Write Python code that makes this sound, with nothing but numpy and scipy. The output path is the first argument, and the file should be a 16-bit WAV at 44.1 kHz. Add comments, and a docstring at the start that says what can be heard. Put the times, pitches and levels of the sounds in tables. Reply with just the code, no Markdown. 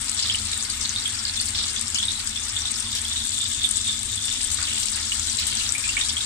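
"""Tofu fries in shallow oil in a deep pan in a kitchen, heard from close above by two unlike microphone ports.
From the start tiny bubbles fizz as bursts on resonators, bubbles ring as swelling sines in gulps and pops,
pockets of water sputter, drops spit and a fan rumbles as noise in the room's modes. Towards 3.5 s the stream
of ringing bubbles from under the block comes forward; just after 4.4 s it drops back and the small fizz grows.
"""
import sys
import numpy as np
from scipy import signal
from scipy.fft import rfft, irfft
from scipy.io import wavfile

SR = 44100
rng = np.random.default_rng(int(sys.argv[2]) if len(sys.argv) > 2 else 0)


def file_out(sig):
    """Save sig as 16-bit WAV at sys.argv[1]."""
    # one column per channel
    cols = np.atleast_2d(sig).T
    # limit, then scale
    lim = np.clip(cols, -1, 1)
    pcm = np.round(lim * 32767).astype(np.int16)
    wavfile.write(sys.argv[1], SR, pcm)


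def voltage_ratio(level):
    """Linear amplitude factor for a level in decibels (scalar or array-like)."""
    return 10 ** (np.asarray(level, float) / 20)


N = 275625
DURATION_S = N / SR


def rms_one(x):
    """Scales to rms 1."""
    return x / np.sqrt(np.mean(x ** 2) + 1e-20)


def at_hz(points, hz):
    """Reads a table of f/Hz, level/dB on a log-frequency axis."""
    table_hz, table_db = np.transpose(points)
    return np.interp(np.log(hz), np.log(table_hz), table_db)


def drift(rate, at_s):
    """Slow chance of spread about 1, with this many knots per second, read at the given times."""
    knots = rng.standard_normal(400)
    return np.interp(at_s * rate, np.arange(400), knots) * 1.22


def colour(x, db):
    """Causal filter whose gain in dB is given on 1025 even steps up to half the sample rate."""
    cepstrum = irfft(db * np.log(10) / 20)
    # folding the cepstrum onto positive time gives minimum phase
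    cepstrum[1:1024] *= 2
    cepstrum[1025:] = 0
    impulse = irfft(np.exp(rfft(cepstrum)))
    return signal.fftconvolve(x, impulse[None], axes=1)[:, :N]


def resonate(x, hz, radius):
    """Two-pole resonance; the nearer the pole radius is to 1, the longer it rings."""
    w = 2 * np.pi * hz / SR
    return signal.lfilter([1, 0, -1], [1, -2 * radius * np.cos(w), radius * radius], x)


# How much later sound reaches the left port than the right, from the two sides of the block: [lag/s]
PATH_LAGS = [.00059, -0.00008]


def arrivals(at_s, draws, scatter_s):
    """Sample index at the left and right port: one of two paths, a little scattered."""
    path = (draws[:, 0] < .5).astype(int)
    lag = np.array(PATH_LAGS)[path] + scatter_s * (2 * draws[:, 1] - 1)
    index = np.round(np.array([at_s + lag, at_s]) * SR).astype(int)
    return np.clip(index, 0, N - 1)


def rings(at_s, peak_db, hz, cycles, swell, rise, scatter_s, size):
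    """Sines that swell over a few cycles and die, their pitch climbing as the bubble nears the surface."""
    draws = rng.random((len(at_s), 3))
    turns = np.arange(size) / SR * hz[:, None]
    life = cycles * (.75 + .5 * draws[:, 2:])  # cycles to fall by 60 dB
    onset = np.sin(np.pi / 2 * np.minimum(turns / swell, 1)) ** 2
    shape = voltage_ratio(-60 * turns / life) * onset
    shape *= voltage_ratio(peak_db)[:, None] / shape.max(1, keepdims=True)
    wave = shape * np.sin(2 * np.pi * turns * (1 + rise * turns / life))
    out = np.zeros((2, N + size))
    for side, start in zip(out, arrivals(at_s, draws, scatter_s)):
        np.add.at(side, start[:, None] + np.arange(size), wave)
    return out[:, :N]


# Fan noise in the kitchen's modes: [f/Hz, width/Hz, level/dB]
ROOM_MODES = [(34, 6.2, -51), (47.7, 6.9, -50.5), (76.4, 18.8, -44.5), (99.4, 19, -47), (147.6, 38, -62.5),
              (212.8, 12.8, -53), (231, 15.5, -53.5), (268.2, 41.5, -55.5), (346.7, 79, -61.5)]


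def fan():
    """Extractor noise in each room mode; the ports hear it alike in the bass, less so higher up."""
    out = 0
    for hz, width_hz, level_db in ROOM_MODES:
        radius = np.exp(-np.pi * width_hz / SR)
        noise = rng.standard_normal((2, N + SR // 4))  # the extra quarter second lets the mode build up
        for _ in range(2):
            noise = resonate(noise, hz, radius)
        mid, side = voltage_ratio(level_db) * rms_one(noise[:, -N:])
        unlike = 0.039 + (hz / 420) ** 4.2
        out = out + mid + unlike * side * [[1], [-1]]
    return out


# Reflections at the left, then the right port, which looks away and hears more of the walls: [level/dB]
WALLS = [
    [-7],
    [2],
]


def kitchen(x, count):
    """Diffuse reflections: dying noise, different for each port and for each spot in the pan that takes its turn."""
    t60_s = 0.077
    t, out = np.arange(SR // 3) / SR, 0
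    spot = np.repeat(rng.integers(0, count, N // 500 + 1), 500)[:N]
    for k in range(count):
        tail = rng.standard_normal((2, len(t))) * voltage_ratio(-60 * t / t60_s)
        tail *= t > .0008  # the first reflection is late
        tail /= np.sqrt(np.sum(tail ** 2, axis=1, keepdims=True))
        out = out + signal.oaconvolve(x * (spot == k), tail, axes=1)[:, :N]
    return voltage_ratio(np.array(WALLS)) * out


# Rise and fall of the frying, each level taken about its mean: [t/s, small bubbles level/dB, large bubbles level/dB]
FRYING = [(0, -27.5, -52.5), (2.8, -29.5, -53), (3.5, -26, -56), (4.4, -27, -55), (4.8, -24.5, -53.5),
          (6.25, -26.5, -52)]
# Relative colour of the fizz: [f/Hz, level/dB per Hz]
FIZZ_COLOUR = [(260, -50.5), (450, -16.5), (562, -31.5), (826, -14.5), (1310, -15), (2510, -13),
               (3580, -5.5), (4400, -5.5), (6190, -5.5), (8200, 3.5), (8830, -1), (11000, -21.5),
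               (14400, -28.5), (15500, -36)]


def fizz(count, spread_db, patchy_db, cycles):
    """Dense bursts dealt to resonators spread in log pitch; small bubbles vary most in size, each region flickers."""
    cap = .992  # share of the size law that occurs: no giants
    out, pitches = np.zeros((2, N)), np.geomspace(450, 15000, 26)
    s, high_db, low_db = np.transpose(FRYING)
    for hz in pitches:
        at_s, draws = rng.random(count) * DURATION_S, rng.random((count, 4))
        small = np.clip(np.log(hz / 1200) / np.log(4), 0, 1)
        finest = 1 - 0.5 * (hz > 10000)  # the very finest vary less
        size_db = -spread_db * (0.16 + small) * finest * np.log(1 - cap * draws[:, 2])
        size_db += (.5 + .5 * small) * patchy_db * drift(35, at_s)
        level_db = high_db if hz > 3000 else low_db
        size_db += np.interp(at_s, s, level_db - level_db.mean())
        clicks = np.full((2, N), 1e-18)
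        for side, at in zip(clicks, arrivals(at_s, draws, .00008)):
            np.add.at(side, at, voltage_ratio(size_db) * np.sign(draws[:, 3] - .5))
        radius = voltage_ratio(-60 * hz / (cycles * SR))  # falls by 60 dB in this many cycles
        out += rms_one(resonate(clicks, hz, radius)) * np.sqrt(hz)
    grid = np.linspace(1, SR / 2, 1025)
    # faint resonances of the pan, 5 dB high and 26 Hz wide, that the fizz excites
    pan_db = sum(5 / (1 + (2 * (grid - hz) / 26) ** 2) for hz in (1279, 1676, 2127))
    return rms_one(colour(out, at_hz(FIZZ_COLOUR, grid) + pan_db))


# Steady stream of bubbles from under the block, typical peaks: [t/s, level/dB]
STEADY_STREAM = [(0, -40), (2.3, -38), (3.5, -28), (4.4, -27), (4.56, -50), (6.25, -42)]
# Gulps, when a vent clears with one bubble and smaller ones surge after it: [t/s, peak level/dB, f/Hz]
VENT_GULPS = [(.204, -23, 3660), (.256, -18, 3550), (.308, -16, 3430), (0.53, -16, 3740),
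              (0.851, -16, 3760), (0.9603, -12.5, 3720), (1.0572, -12.5, 3340), (1.3733, -16.5, 3530),
              (1.586, -13.5, 3690), (1.763, -15.5, 3480), (1.956, -18, 2950), (1.985, -12.5, 3380),
              (2.028, -12.5, 3510), (2.0827, -11.5, 3720), (2.154, -17.5, 3920), (2.359, -17.5, 3400),
              (2.565, -12.5, 3570), (2.655, -12.5, 3700), (2.928, -18, 3620), (3.05, -19.5, 3330),
              (3.162, -14, 3670), (3.457, -14.5, 3610), (3.622, -27, 3680), (3.775, -23, 3850),
              (4.175, -19, 3500), (4.652, -16.5, 3650), (5.606, -24, 2820), (5.75, -19, 2340),
              (5.839, -19.5, 2450), (5.89, -14.5, 2770), (6.011, -12, 3690), (6.094, -14.5, 3470),
              (6.167, -15, 3230), (6.208, -15.5, 3780)]


def bubbles(count):
    """A stream of like-sized bubbles from under the block; after each gulp a surge of mixed sizes near its pitch."""
    surge_start_db, surge_fade_db_per_s = -9, 220  # followers below the first bubble, and their fading
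    vent_hz, vent_climb = 3580, .03  # stream pitch; a surge's bubbles get smaller, so higher, as it runs out
    stream_spread, surge_spread = .009, .035  # scatter of pitch, as a share
    at_s, draws = rng.random(count) * DURATION_S, np.clip(rng.standard_normal((count, 2)), -2, 2)
    start, gulp_db, gulp_hz = np.transpose(VENT_GULPS)
    last = np.maximum(np.searchsorted(start, at_s) - 1, 0)
    age_s = np.abs(at_s - start[last])  # ahead of the first gulp its surge is mirrored
    surge_db = gulp_db[last] + surge_start_db - surge_fade_db_per_s * age_s
    steady_db = np.interp(at_s, *np.transpose(STEADY_STREAM)) + 5 * drift(25, at_s)
    climb = 1 + vent_climb * np.minimum(age_s / .03, 1)
    surge_hz = gulp_hz[last] * climb * np.exp(surge_spread * draws[:, 1])
    steady_hz = vent_hz * np.exp(stream_spread * draws[:, 1])
    hz = np.where(surge_db > steady_db, surge_hz, steady_hz)
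    peak_db = np.maximum(steady_db, surge_db) + 3.5 * draws[:, 0]
    return rings(np.r_[start, at_s], np.r_[gulp_db, peak_db], np.r_[gulp_hz, hz],
                 cycles=70, swell=2, rise=.015, scatter_s=.00003, size=900)


def pops(count):
    """Scattered middling bubbles, each a short clear blip in a group of four of about its pitch."""
    s, pitch, size = np.repeat(rng.random((count, 3)), 4, axis=0).T
    at_s, draws = s * DURATION_S, rng.random((len(s), 3))
    hz = 4000 * (9000 / 4000) ** pitch * (1 + 0.0086 * draws[:, 0])
    when, _, large_db = np.transpose(FRYING)
    # 2.2 dB for each dB of the large bubbles in the fizz
    follow_db = 2.2 * np.interp(at_s, when, large_db - large_db.mean())
    peak_db = -15.0 - 10.0 * size - 8.8 * draws[:, 1] + follow_db
    return rings(at_s + .015 * draws[:, 2], peak_db, hz,
                 cycles=21.0, swell=1.56, rise=0.0069, scatter_s=.00006, size=500)


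# The loudest ringing bubbles: [t/s, peak level/dB, f/Hz]
BIG_BUBBLES = [(.198, -7, 7050), (.225, -8.5, 5010), (0.298, -9.5, 3150), (0.3454, -13, 2910),
               (0.8932, -5.5, 6500), (1.252, -8, 4640), (1.4, -8, 4450), (1.762, -14, 6160),
               (2.619, -12, 5700), (2.7583, -12.5, 5230), (4.129, -13, 6960), (5.119, -12.5, 2880),
               (5.2977, -11.5, 5830), (5.3872, -10.5, 4030), (5.57, -9, 6000), (5.691, -6.5, 5860),
               (5.968, -12, 2270)]


def plops():
    """The big bubbles ring as sines that sweep upward."""
    s, peak_db, hz = np.transpose(BIG_BUBBLES)
    return rings(s, peak_db, hz, cycles=42, swell=1.8, rise=.05, scatter_s=.00003, size=900)


# Broad sputters: [t/s, length/s, upper bound of bubble level/dB, lowest f/Hz, highest f/Hz]
STEAM_RUSHES = [(.19, 0.17, -3, 3320, 5430), (1.545, 0.16, -1, 3280, 5770),
                (1.945, 0.018, -1.5, 4700, 7800), (2.95, 0.042, -0.5, 2850, 9600),
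                (3.678, 0.1, -11, 7500, 8300), (4.28, 0.16, -9, 2730, 3950),
                (4.515, 0.012, -3.5, 6500, 8200), (4.585, 0.063, -11.5, 980, 3800),
                (4.67, 0.16, -5.5, 2730, 3750), (4.965, 0.043, -14.5, 980, 3620),
                (5.38, 0.12, -3.5, 2720, 6140), (5.468, 0.021, -1.5, 7200, 9000),
                (5.518, 0.16, -3, 2800, 4700), (5.968, 0.065, -9, 2020, 3080)]


def sputters(count):
    """A pocket of water flashes to steam: a dying rush of bubbles of all sizes, the large ones torn at once."""
    s, length_s, peak_db, low_hz, high_hz = np.repeat(STEAM_RUSHES, count, axis=0).T
    draws = rng.random((len(s), 3))
    late = draws[:, 0] ** 1.2
    hz = low_hz * (high_hz / low_hz) ** draws[:, 1]
    size_db = peak_db - 6 * late - 21 * draws[:, 2] ** .3 + 5 * np.log2(hz / high_hz)
    cycles = np.minimum(hz[:, None] * .005, 18)
    return rings(s + late * length_s, size_db, hz, cycles=cycles, swell=1, rise=.04, scatter_s=.00006, size=900)


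# The loudest spits: [t/s, peak level/dB]
LOUD_SPITS = [(.0961, -2), (.1161, -6), (.1478, -8), (.3557, -5), (.7, -5), (1.4136, -4), (1.8115, -4),
              (1.8805, -7), (1.9015, -7), (2.0535, -7), (2.2735, -5), (2.7988, -8), (3.0166, -7),
              (3.3878, -7), (3.4164, -6), (3.6335, -7), (3.69, -5), (3.7107, -1), (3.7128, -4),
              (3.7703, -1), (4.255, -7), (4.5443, -3), (5.3985, -7), (5.4683, -3), (5.7224, -1),
              (5.782, -7)]
# The finest ticks that stand out: [t/s, peak level/dB]
FINE_TICKS = [(.5832, -23), (1.4779, -22), (2.2436, -22), (2.7783, -21), (2.9166, -20), (3.0684, -23),
              (4.118, -19), (5.3978, -17)]


def spits():
    """Each drop is a broad snap that sets the microphone port ringing briefly near 8 kHz; the finest ones only
    tick."""
    draws = rng.random((110, 2))
    lesser = np.c_[draws[:, 0] * DURATION_S, -12 - 7 * draws[:, 1]]  # weaker drops at random moments
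    s, peak_db = np.vstack([LOUD_SPITS, lesser]).T
    hz = 8100 * np.exp(0.05 * rng.standard_normal(len(s)))
    ring = rings(s, peak_db, hz, cycles=30, swell=3, rise=.03, scatter_s=.00003, size=300)
    snap = rings(s, peak_db - 12, hz * .7, cycles=6, swell=1, rise=.03, scatter_s=.00003, size=150)
    s, peak_db = np.transpose(FINE_TICKS)
    tick_hz = np.full(len(s), 12000.)
    ticks = rings(s, peak_db, tick_hz, cycles=13.0, swell=2.5, rise=.02, scatter_s=.00003, size=150)
    return ring + snap + ticks


# Treble balance of the two microphone ports: [f/Hz, left over right level/dB]
PORT_BALANCE = [(400, 2), (800, 5.5), (1500, 0), (2600, 1), (4200, 4), (6200, 13), (8000, 28), (9600, 27),
                (11500, 14.5), (15000, 14.5)]


def right_port(x):
    """The right port is the duller: it loses what the left hears over it."""
    loss_db = at_hz(PORT_BALANCE, np.linspace(1, SR / 2, 1025))
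    return colour(x[None], -loss_db)[0]


def scene():
    """The pan close below the two ports, its reflections and the fan."""
    pan = voltage_ratio(-26.0) * fizz(count=4000, spread_db=4.0, patchy_db=3.0, cycles=12.4)
    pan = pan + bubbles(count=1300) + pops(count=300) + plops() + sputters(count=100) + spits()
    left, right = pan + kitchen(pan, count=10)
    return np.array([left, right_port(right)]) + fan()


def top_cut(x):
    """Nothing passes above the cut-off."""
    return signal.sosfilt(signal.butter(12, 15770, fs=SR, output="sos"), x)


def record(dry):
    """Only the loudest peaks are rounded, then the top is cut above 15450 Hz."""
    ceiling = .88
    rounded = dry / (1 + np.abs(dry / ceiling) ** 6) ** (1 / 6)
    low_pass = signal.ellip(8, .5, 60, 15450, fs=SR, output="sos")
    mix = signal.sosfilt(low_pass, rounded)
    return top_cut(mix)


dry = scene()
out = record(dry)
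file_out(out)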